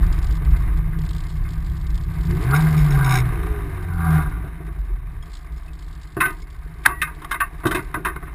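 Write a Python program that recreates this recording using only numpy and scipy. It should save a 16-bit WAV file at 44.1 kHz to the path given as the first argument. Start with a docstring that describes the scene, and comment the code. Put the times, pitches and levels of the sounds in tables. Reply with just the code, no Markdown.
"""On an open tube-frame car rolling to a stop, heard through a small recorder clamped to the roll cage.
The engine is a sum of sines at multiples of its firing rate: it idles, is blipped once and runs down,
its last burbles being thud-heavy transients.
Noise through resonances makes the shaking, rasp and chatter of the cage; thin ticks go on.
The driver then drops the harness buckles and climbs out: short blows and scrabbling noise ring the
cage tubes. A few decaying or steady sines are small metal parts."""
import sys
import numpy as np
from scipy import signal
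from scipy.io import wavfile

SR = 44100
rng = np.random.default_rng(int(sys.argv[2]) if len(sys.argv) > 2 else 0)


def transcribe(signal):
    """Save signal, clipped to [-1, 1], as a 16-bit WAV file at the path in sys.argv[1]."""
    frames = np.atleast_2d(signal).T
    limited = np.clip(frames, -1, 1)
    pcm = np.round(limited * 32767).astype(np.int16)
    wavfile.write(sys.argv[1], SR, pcm)


N = 367794
RISE_S = 0.001   # onset of every short sound

# the blip and run-down of the engine: time_s, firing_hz, first_order_db, other_orders_db
RUN_DOWN = [(2.25, 77.9, -18, -29.5), (2.39, 95.86, -32, -35), (2.51, 136.1, -15, -30),
            (2.6, 158.7, -17, -36.5), (2.72, 154.6, -17, -26.5), (2.88, 147, -14.5, -53),
            (2.97, 137.7, -17.5, -40), (3.21, 125.3, -19.5, -40), (3.3, 118.9, -23, -41),
            (3.4, 112.4, -37.5, -33), (3.59, 100.9, -36.5, -34.5), (3.89, 87.1, -25, -41.5),
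            (4.01, 83.7, -23, -48), (4.17, 77.53, -19.5, -40), (4.27, 75.9, -31, -36.5),
            (4.47, 65.2, -46, -39.5), (4.72, 50.8, -26.5, -50), (4.9, 43.4, -18, -45),
            (5.06, 37.5, -25, -41), (5.25, 30.8, -35, -46)]
# resonances of the cage tubes, the bright ones from the 14th on: centre_hz, width_hz, level_db
CAGE_MODES = [(702.5, 88, -3.5), (955, 79, -2.5), (1058, 62, -0.5), (1141.6, 46, 1.5), (1229, 59, -0.5),
              (1428, 54, -7), (1523, 33, 0), (1619, 117, -3.5), (1821, 124, -4.5), (1985, 64, -3.5),
              (2114, 116, -4), (2500, 340, -10), (2666, 275, -11), (3070, 190, -20), (3710, 274, -17.5),
              (4060, 210, -64), (5200, 1000, -27), (4970, 4300, -35)]


def amp(db):
    """Level to amplitude: 20 dB is a factor of ten."""
    return 10 ** (np.asarray(db) / 20)


def rms_one(x):
    """Normalisation to unit root-mean-square."""
    return x / np.sqrt(np.mean(x ** 2) + 1e-20)


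def in_time(rows):
    """Linear interpolation of a curve's columns, sample by sample."""
    s, *columns = np.transpose(rows)
    return [np.interp(np.arange(N) / SR, s, column) for column in columns]


def during(rows, fade=0.04):
    """Gate that is open while a curve lasts, with linear fades (s)."""
    t = np.arange(N) / SR
    return np.clip(np.minimum(t - rows[0][0], rows[-1][0] - t) / fade, 0, 1)


def drift(rate):
    """Random fluctuation of unit rms: noise through a double-pole low-pass of the given rate (Hz)."""
    step = 40   # samples between computed points
    r = np.exp(-2 * np.pi * step * rate / SR)
    noise = rng.standard_normal(N // step + 2002)
    slow = signal.lfilter([1], [1, -2 * r, r * r], noise)[2000:]   # without the filter's start
    return np.interp(np.arange(N) / step, np.arange(len(slow)), rms_one(slow))


def resonance(x, hz, width):
    """Damped resonator: a pole pair of the given bandwidth (Hz), near unit gain at its centre."""
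    r = np.exp(-np.pi * abs(width) / SR)
    zeros = np.array([1, 0, -1]) * (1 - r * r) / 2
    return signal.lfilter(zeros, [1, -2 * r * np.cos(2 * np.pi * hz / SR), r * r], x)


def body(x, modes, twice=False):
    """Modal superposition: resonances in parallel, signs alternating."""
    out = 0
    for k, (hz, width, level_db) in enumerate(modes):
        rung = resonance(x, hz, width)
        if twice:                       # steeper skirts, darker valleys
            rung = resonance(rung, hz, width * 2)
        out = out + (-1) ** k * amp(level_db) * rung
    return out


def pulses(rate, jitter, spread_db, burst_s):
    """Pulse train at a wavering rate (Hz), each pulse a decaying noise burst of its own size."""
    turns = np.cumsum(rate * (1 + jitter * drift(25))) / SR
    starts = np.diff(np.floor(turns), prepend=0) > 0
    marks = starts * amp(spread_db * rng.standard_normal(N))
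    r = np.exp(-1 / (burst_s * SR))
    return signal.lfilter([1], [1, -r], marks + 1e-18) * rng.standard_normal(N)


def bursts(rows):
    """Transient noise under a Gaussian decay; rows of time_s, level_db, length_s (RISE_S is added)."""
    out, t = np.zeros(N), np.arange(SR // 20) / SR
    noise = rng.standard_normal((len(rows), len(t)))
    for (s, level_db, length), hiss in zip(rows, noise):
        envelope = np.minimum(t / RISE_S, 1) * np.exp(-(t / (abs(length) + RISE_S)) ** 2)
        i = round(s * SR)
        out[i:i + len(t)] += amp(level_db) * envelope * hiss
    return out


def engine():
    """Harmonic synthesis: orders of the firing rate, a little unsteady in level."""
    # multiples of the firing rate, and their levels in dB before the colour
    other_orders = [.5, 1.5, 2.5, 3, 3.5, 4, 5]
    other_orders_db = [0, 1, -9, -3, -11, -2.5, -8.5]
    # colour of the other orders along pitch: pitch_hz, level_db
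    colour = np.array([(15, -14), (70, 3.5), (160, -6), (200, -14), (260, -13), (330, -6), (440, -3),
                       (520, -41.5), (900, 8)])
    hz, first_db, other_db = in_time(RUN_DOWN)
    phase = 2 * np.pi * np.cumsum(hz) / SR
    # below 53.4 Hz the dying engine lopes, fully from 7.4 Hz lower; it lurches at 4.81 s, period 0.124 s
    lope = np.cos(2 * np.pi * (np.arange(N) / SR - 4.81) / 0.124) - 1
    lope_db = 6 * lope * np.clip((53.4 - hz) / 7.4, 0, 1)
    out = amp(first_db + 1.15 * drift(11) + lope_db) * np.sin(phase)
    # the second order stands out only while it passes the body's boom
    boom_hz, boom_width_hz, over_first_db = 158.6, 11.7, 4.5
    second = amp(over_first_db + first_db) / (1 + ((2 * hz - boom_hz) / boom_width_hz) ** 2) ** 2
    out += second * amp(0.5 * drift(36)) * np.sin(2 * phase)
    for order, order_db in zip(other_orders, other_orders_db):
        colour_db = np.interp(np.log(order * hz), np.log(colour[:, 0]), colour[:, 1])
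        level = amp(other_db + order_db + colour_db + 3.8 * drift(11))
        out += level * np.sin(order * phase + rng.uniform(0, 2 * np.pi))
    return np.sqrt(2) * during(RUN_DOWN) * out


def idle():
    """Harmonic synthesis: orders of the idling engine swell and fade as firings come unevenly."""
    # idling: time_s, firing_hz, level_db
    idling = [(0.0, 34.2, -18.5), (0.3, 31.34, -25), (0.55, 30.59, -23), (0.82, 32.88, -21.5),
              (1.2, 31.83, -25.5), (1.45, 33.63, -27), (1.7, 32.23, -23.5), (2.3, 32.73, -23.5)]
    # multiples of the firing rate, and their levels in dB
    idle_orders = [1, 1.5, 2, 3, 4, 5, 10]
    idle_orders_db = [-2.5, -6.5, -5.5, -9, -13, -8.5, -26]
    hz, level_db = in_time(idling)
    phase = 2 * np.pi * np.cumsum(hz * (1 + 0.01436 * drift(5.55))) / SR
    orders = sum(amp(order_db + 3.3 * drift(12.3)) * np.sin(order * phase + rng.uniform(0, 2 * np.pi))
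                 for order, order_db in zip(idle_orders, idle_orders_db))
    fade_out = np.clip((idling[-1][0] - np.arange(N) / SR) / 0.13, 0, 1)
    return amp(level_db) * fade_out * orders


def shaking():
    """Forced vibration: uneven running and rough ground drive chassis, panels and cage as noise."""
    # shaking of the car: time_s, rumble_db, boom_db, cage_buzz_db
    shake = [(0.0, -19, -37, -39.5), (0.3, -18.5, -35.5, -43.5), (0.65, -17.5, -30, -42),
             (0.9, -24, -29.5, -46), (1.51, -25.5, -37.5, -47.5), (2.04, -25.5, -38.5, -47.5),
             (2.32, -22.5, -24, -40), (2.6, -27, -30, -31.5), (2.85, -19.5, -26, -36),
             (3.09, -25, -27, -33), (3.28, -21, -28.5, -37), (3.44, -20.5, -36.5, -38.5),
             (3.95, -29.5, -38, -44), (4.16, -31, -31, -32.5), (4.3, -22, -33, -43),
             (4.64, -39, -40, -48.5), (4.95, -36, -45.5, -50.5), (5.09, -32.5, -43.5, -51),
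             (5.62, -33, -47, -52), (6.6, -33.5, -44.5, -52.5), (7.1, -34.5, -45.5, -47),
             (7.5, -35, -46, -46), (8.34, -32.5, -43, -47)]
    # resonances of chassis, boom and panels: centre_hz, width_hz, level_db
    rumble_modes = [(32.6, 24.1, 3.5), (60, 17.6, 4), (92.2, 19.7, -9.5)]
    boom_modes = [(138, 14, -2), (157.9, 11.8, 3.5)]
    panel_modes = [(230, 81, -5), (307.5, 28.4, 5.5), (372, 55, -0.5), (437, 62, -8)]
    rumble_db, boom_db, buzz_db = in_time(shake)
    # the panels lie at -55 dB at a calm buzz of -50.5 dB and follow nearly all of its swing
    panel_db = -55 + 0.99 * (buzz_db + 50.5)
    white = rng.standard_normal((4, N))
    grit = white[3] * amp(0.97 * drift(33.0) + 2.3 * drift(165))      # the buzz comes in small lumps
    rumble = amp(rumble_db) * rms_one(body(white[0], rumble_modes, twice=True))
    boom = amp(boom_db) * rms_one(body(white[1], boom_modes, twice=True))
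    panels = amp(panel_db + 3.64 * drift(89)) * rms_one(body(white[2], panel_modes, twice=True))
    buzz = amp(buzz_db) * rms_one(body(grit, CAGE_MODES))
    return rumble + boom + panels + buzz


def rasp():
    """Amplitude-gated noise: contact at each firing, lumpy, rings the tubes nearest the engine."""
    # swells, rise and fall being times per 20 dB: loudest_s, level_db, rise_s, fall_s
    rasp_swells = [(2.54, -15.5, 0.051, 0.062), (2.66, -31, .1, .15), (3.0, -29, 0.17, 0.11),
                   (3.171, -16, 0.25, 0.043), (3.6, -39.5, 0.99, 0.033), (3.9, -49, 0.023, 0.56),
                   (4.05, -26.5, .15, 0.27), (4.21, -19, 0.31, 0.063), (4.46, -35.5, 0.38, .04)]
    # tubes nearest the engine: centre_hz, width_hz, level_db
    tube_modes = [(756, 40.5, 4), (993, 65, 1), (1159, 27.5, 5), (1238, 80, -3), (1420, 67, 2),
                  (1501, 30, 3), (1595, 31, 4.5), (2124, 42, -8), (3700, 230, -26.5), (4700, 460, -50.5),
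                  (4830, 370, -50)]
    gated = pulses(in_time(RUN_DOWN)[0], jitter=0.03, spread_db=1.5, burst_s=0.0036)
    t = np.arange(N) / SR
    swells = sum(amp(level_db - 20 * np.maximum((s - t) / rise, (t - s) / fall))
                 for s, level_db, rise, fall in rasp_swells)
    return amp(1.18 * drift(30.5) - 9.0) * swells * rms_one(body(gated, tube_modes, twice=True))


def chatter():
    """Repeated impact, a tap every second firing: a loose part rings; runs swell and fade."""
    # runs of taps, level before the part's gain: first_s, loudest_s, end_s, level_db
    runs = [(2.546, 2.556, 2.57, -31), (2.603, 2.604, 2.61, -39), (2.7744, 2.78, 2.83, -38.5),
            (2.905, 2.904, 3, -38), (3.044, 3.05, 3.08, -35), (3.0904, 3.16, 3.21, -26)]
    # resonances of the loose part: centre_hz, width_hz, level_db
    loose_part = [(3745, 186, 1.5), (5350, 380, -1.5), (2140, 440, 3)]
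    swell_db_per_s, fade_db_per_s, tap_s = 70, 243, 0.0085
    taps = []
    for first, loudest, last, level_db in runs:
        gap = 2 / np.interp(loudest, *np.transpose(RUN_DOWN)[:2])
        for s in np.arange(first, last, gap):
            below_db = max(swell_db_per_s * (loudest - s), fade_db_per_s * (s - loudest))
            taps.append((s, level_db - below_db, tap_s))
    return amp(17.0) * body(bursts(taps), loose_part, twice=True)


def knocks_and_burbles():
    """Transient excitation: a contact, then noise dying away in cage and floor, and a bright crack."""
    # knocks on the cage; the four thud-heavy rows from 4.439 to 4.899 s are burbles of the dying engine;
    # thud and crack relative to the level: time_s, level_db, thud_db, crack_db, centre_hz, t60_s
    events = [(0.028, -28, -18, -29, 1160, 0.087), (0.532, -32, -20, -29, 1150, .08),
              (0.558, -31.5, -20, -27, 1550, .07), (0.926, -31.5, -18, -32, 1390, .1),
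              (1.448, -35, -20, -32, 1449, 0.12), (4.439, -42.5, 13.5, -25, 900, .12),
              (4.601, -44.5, 12, -25, 900, 0.12), (4.675, -37.5, 6.5, -25, 1155, 0.13),
              (4.899, -49.5, 14, -25, 893, 0.085), (6.166, -22, 6.5, -32, 1150, 0.089),
              (6.203, -5.5, -17.5, -18, 1370, 0.17), (6.207, -18.5, -30, -14, 2580, 0.098),
              (6.251, -17.5, -8.5, -15, 1340, .17), (6.253, -24, -30, -15, 2500, 0.18),
              (6.276, -30, -4, -15, 1196, 0.33), (6.833, -36.5, -8, -8, 2090, 0.16),
              (6.851, -12.5, -30, -21, 1690, 0.075), (6.859, 4, -35, -17, 1650, 0.019),
              (6.868, -14.5, -13, -17, 1100, 0.11), (6.883, -19, -14, -35, 1200, 0.21),
              (7.015, -9, -27, -9.5, 2050, 0.12), (7.071, -24, -24, -25, 1340, 0.14),
              (7.217, -28, -17, -13, 1160, 0.081), (7.244, -24, -21, -10, 1120, 0.057),
              (7.31, -11.5, -23, -13.5, 1350, 0.13), (7.342, -16, -19, -16, 1440, 0.084),
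              (7.402, -8, -31, -25, 1700, 0.13), (7.634, -22.5, -8, -35, 1150, 0.067),
              (7.652, -11.5, 2, -19, 1180, 0.12), (7.666, -20.5, -8, -0.5, 1400, 0.1),
              (7.709, -11.5, -8.5, -11, 1490, 0.12), (7.745, -14, -2.5, -10, 1550, 0.16),
              (7.79, -21, -14, -30, 1290, 0.052), (7.941, -13.5, -10, -22, 1220, 0.072),
              (7.964, -32, 10.5, -32, 1120, 0.19), (8.048, -11, -13.5, -17.5, 1450, 0.16),
              (8.074, -21, -9, -17, 1270, 0.14), (8.159, -22, -7, -24, 1300, 0.065),
              (8.224, -27, -5, -29, 1240, 0.071), (8.27, -30.5, -14, -31, 1270, 0.2)]
    # resonances of floor and seat: centre_hz, width_hz, level_db
    floor_modes = [(131.6, 48, 5.5), (312, 67, 0.5), (381, 63, 1), (682, 110, -8.5)]
    tubes, bright = CAGE_MODES[:13], CAGE_MODES[13:]
    out, t = np.zeros(N), np.arange(SR // 3) / SR
    noise = rng.standard_normal((len(events), 4, len(t)))
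    luck = rng.standard_normal((len(events), len(CAGE_MODES)))
    rise, impulse = np.minimum(t / RISE_S, 1), t == 0
    for (s, level_db, thud_db, crack_db, hiss_hz, t60), hiss, odd in zip(events, noise, luck):
        after = np.maximum(t - 0.067 * t60, 0)   # the contact lasts a share of t60
        push = rise * amp(-60 * after / (abs(t60) + RISE_S))
        touch = rise * amp(-60 * after / (0.33 * t60))
        contact = body(touch * hiss[0], [(hiss_hz, 450., 0)], twice=True)
        # excited tubes ring narrower, short events wider; modes near the centre pitch answer most
        excited = [(f, 0.39 * width + 2.47 / t60, mode_db - 8.2 * np.log2(f / hiss_hz) ** 2 + 3.5 * o)
                   for (f, width, mode_db), o in zip(tubes, odd)]
        # the scrabble is grainy: two noises multiplied
        ring = body(push * hiss[1] * hiss[0] + amp(20) * impulse, excited, twice=True)
        thud = body(push ** 0.71 * hiss[2] + amp(24) * impulse, floor_modes, twice=True)
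        crack = body(push ** 1.55 * hiss[3], bright, twice=True)
        parts = ((-5.0, contact), (-1.5, ring), (thud_db, thud), (crack_db, crack))
        event = sum(amp(part_db) * part / np.abs(part).max() for part_db, part in parts)
        i = round(s * SR)
        out[i:i + len(t)] += amp(level_db) * event[:N - i]
    return out


def pings():
    """Pure tones: thin steady rings with linear fades."""
    # start_s, length_s, pitch_hz, level_db
    rings = [(6.9, 0.13, 1927, -38.5), (3.6, 0.39, 1545, -53)]
    t, fade_s = np.arange(N) / SR, 0.015
    return sum(amp(level_db) * np.clip(np.minimum(t - s, s + length - t) / fade_s, 0, 1)
               * np.sin(2 * np.pi * hz * t) for s, length, hz, level_db in rings)


def tinks():
    """Free decay: small metal parts touch and ring for an instant as exponentially dying sines."""
    # RISE_S is added to the decay: time_s, pitch_hz, level_db, t60_s
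    touches = [(5.225, 3280, -40, 0.041), (5.226, 5200, -46, 0.048), (5.572, 5200, -48, 0.044),
               (5.68, 2570, -43.5, 0.082), (6.42, 5170, -46, .05), (6.425, 2180, -44, .08)]
    t, out = np.arange(N) / SR, 0
    for s, hz, level_db, t60 in touches:
        decay_db = -60 * np.maximum(t - s, 0) / (abs(t60) + RISE_S)
        out = out + amp(level_db + decay_db) * np.clip((t - s) / RISE_S, 0, 1) * np.sin(2 * np.pi * hz * t)
    return out


def ticking():
    """Band-limited transients: thin bright ticks, a few standing out of many weak ones."""
    # waves of the weak ticks, before a common gain: time_s, level_db
    waves = [(0.0, -59), (0.39, -66), (0.6, -65.5), (0.93, -70), (1.05, -66), (1.3, -60), (1.42, -66),
             (1.67, -60), (2.04, -66.5), (2.39, -56.5), (2.7, -50.5), (3.04, -54.5), (3.21, -64),
             (3.81, -70), (4.08, -57.5), (4.44, -75), (5.15, -75), (5.33, -55), (5.5, -69.5), (5.75, -63.5),
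             (6.3, -62.5), (6.8, -67), (7.2, -67.5), (7.46, -73), (7.8, -61), (8.11, -76), (8.34, -75)]
    # the clearest ticks, before a common gain: time_s, level_db
    clear_ticks = [(0.064, -40), (0.1256, -32), (0.187, -39), (0.226, -35), (0.242, -36), (0.2673, -37),
                   (0.283, -44), (0.309, -36.5), (0.323, -37), (0.351, -40), (0.367, -39), (0.448, -40),
                   (0.5635, -40), (0.7724, -41), (0.988, -39), (1.0154, -39.5), (1.049, -38), (1.061, -39),
                   (1.089, -34.5), (1.107, -37), (1.1304, -36.5), (1.147, -40), (1.1633, -38), (1.181, -40),
                   (1.204, -37.5), (1.236, -39), (1.267, -40), (1.291, -42), (1.3142, -46), (1.3663, -45),
                   (1.488, -40), (1.505, -40), (1.533, -41.5), (1.6683, -53), (1.696, -45), (1.7669, -43),
                   (1.811, -43), (1.866, -37.5), (1.9013, -38), (1.9424, -41), (1.953, -40), (1.976, -36.5),
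                   (2.009, -44), (2.0343, -44), (2.2086, -40), (2.2327, -40.5), (2.268, -39.5),
                   (2.3086, -34), (2.423, -37), (2.5087, -33.5), (5.3044, -50), (5.316, -44), (5.3358, -39),
                   (5.353, -43), (5.368, -41.5), (5.789, -45), (6.013, -43), (6.3046, -41), (6.42, -45),
                   (7.1477, -46)]
    # lower and upper edge of the ticks' band in Hz
    band_hz = [3000, 5500]
    weak = rms_one(pulses(49, jitter=0.22, spread_db=3.5, burst_s=0.0092))   # 49 ticks a second
    bed = amp(in_time(waves)[0] + 13.5) * weak
    clear = amp(4.0) * bursts([(s, level_db, 0.0066) for s, level_db in clear_ticks])
    band = signal.butter(3, band_hz, "band", fs=SR, output="sos")
    return signal.sosfilt(band, bed + clear)


def scene():
    """Superposition: everything reaches the one microphone through the cage."""
    car = idle() + engine() + shaking() + rasp() + chatter() + ticking()
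    return (car + knocks_and_burbles() + pings() + tinks())[None]


def record(dry):
    """Sample and hold: slow steps mirror the sound around the sampling rate; then the top is cut."""
    hold_hz, overload = 12000, 0.82   # peaks are clipped at the overload
    band = signal.sosfilt(signal.butter(8, 5750, fs=SR, output="sos"), dry)
    slow = np.clip(signal.resample_poly(band, hold_hz, SR, axis=1), -overload, overload)
    steps = np.repeat(slow, 4, axis=1)
    held = signal.resample_poly(steps, SR, 4 * hold_hz, axis=1)[:, :N]
    held = np.pad(held, ((0, 0), (0, N - held.shape[1])))
    top_cut = signal.cheby2(12, 60, 16000, fs=SR, output="sos")   # 60 dB down from 16 kHz
    return signal.sosfilt(top_cut, held)


dry = scene()
out = record(dry)
transcribe(out)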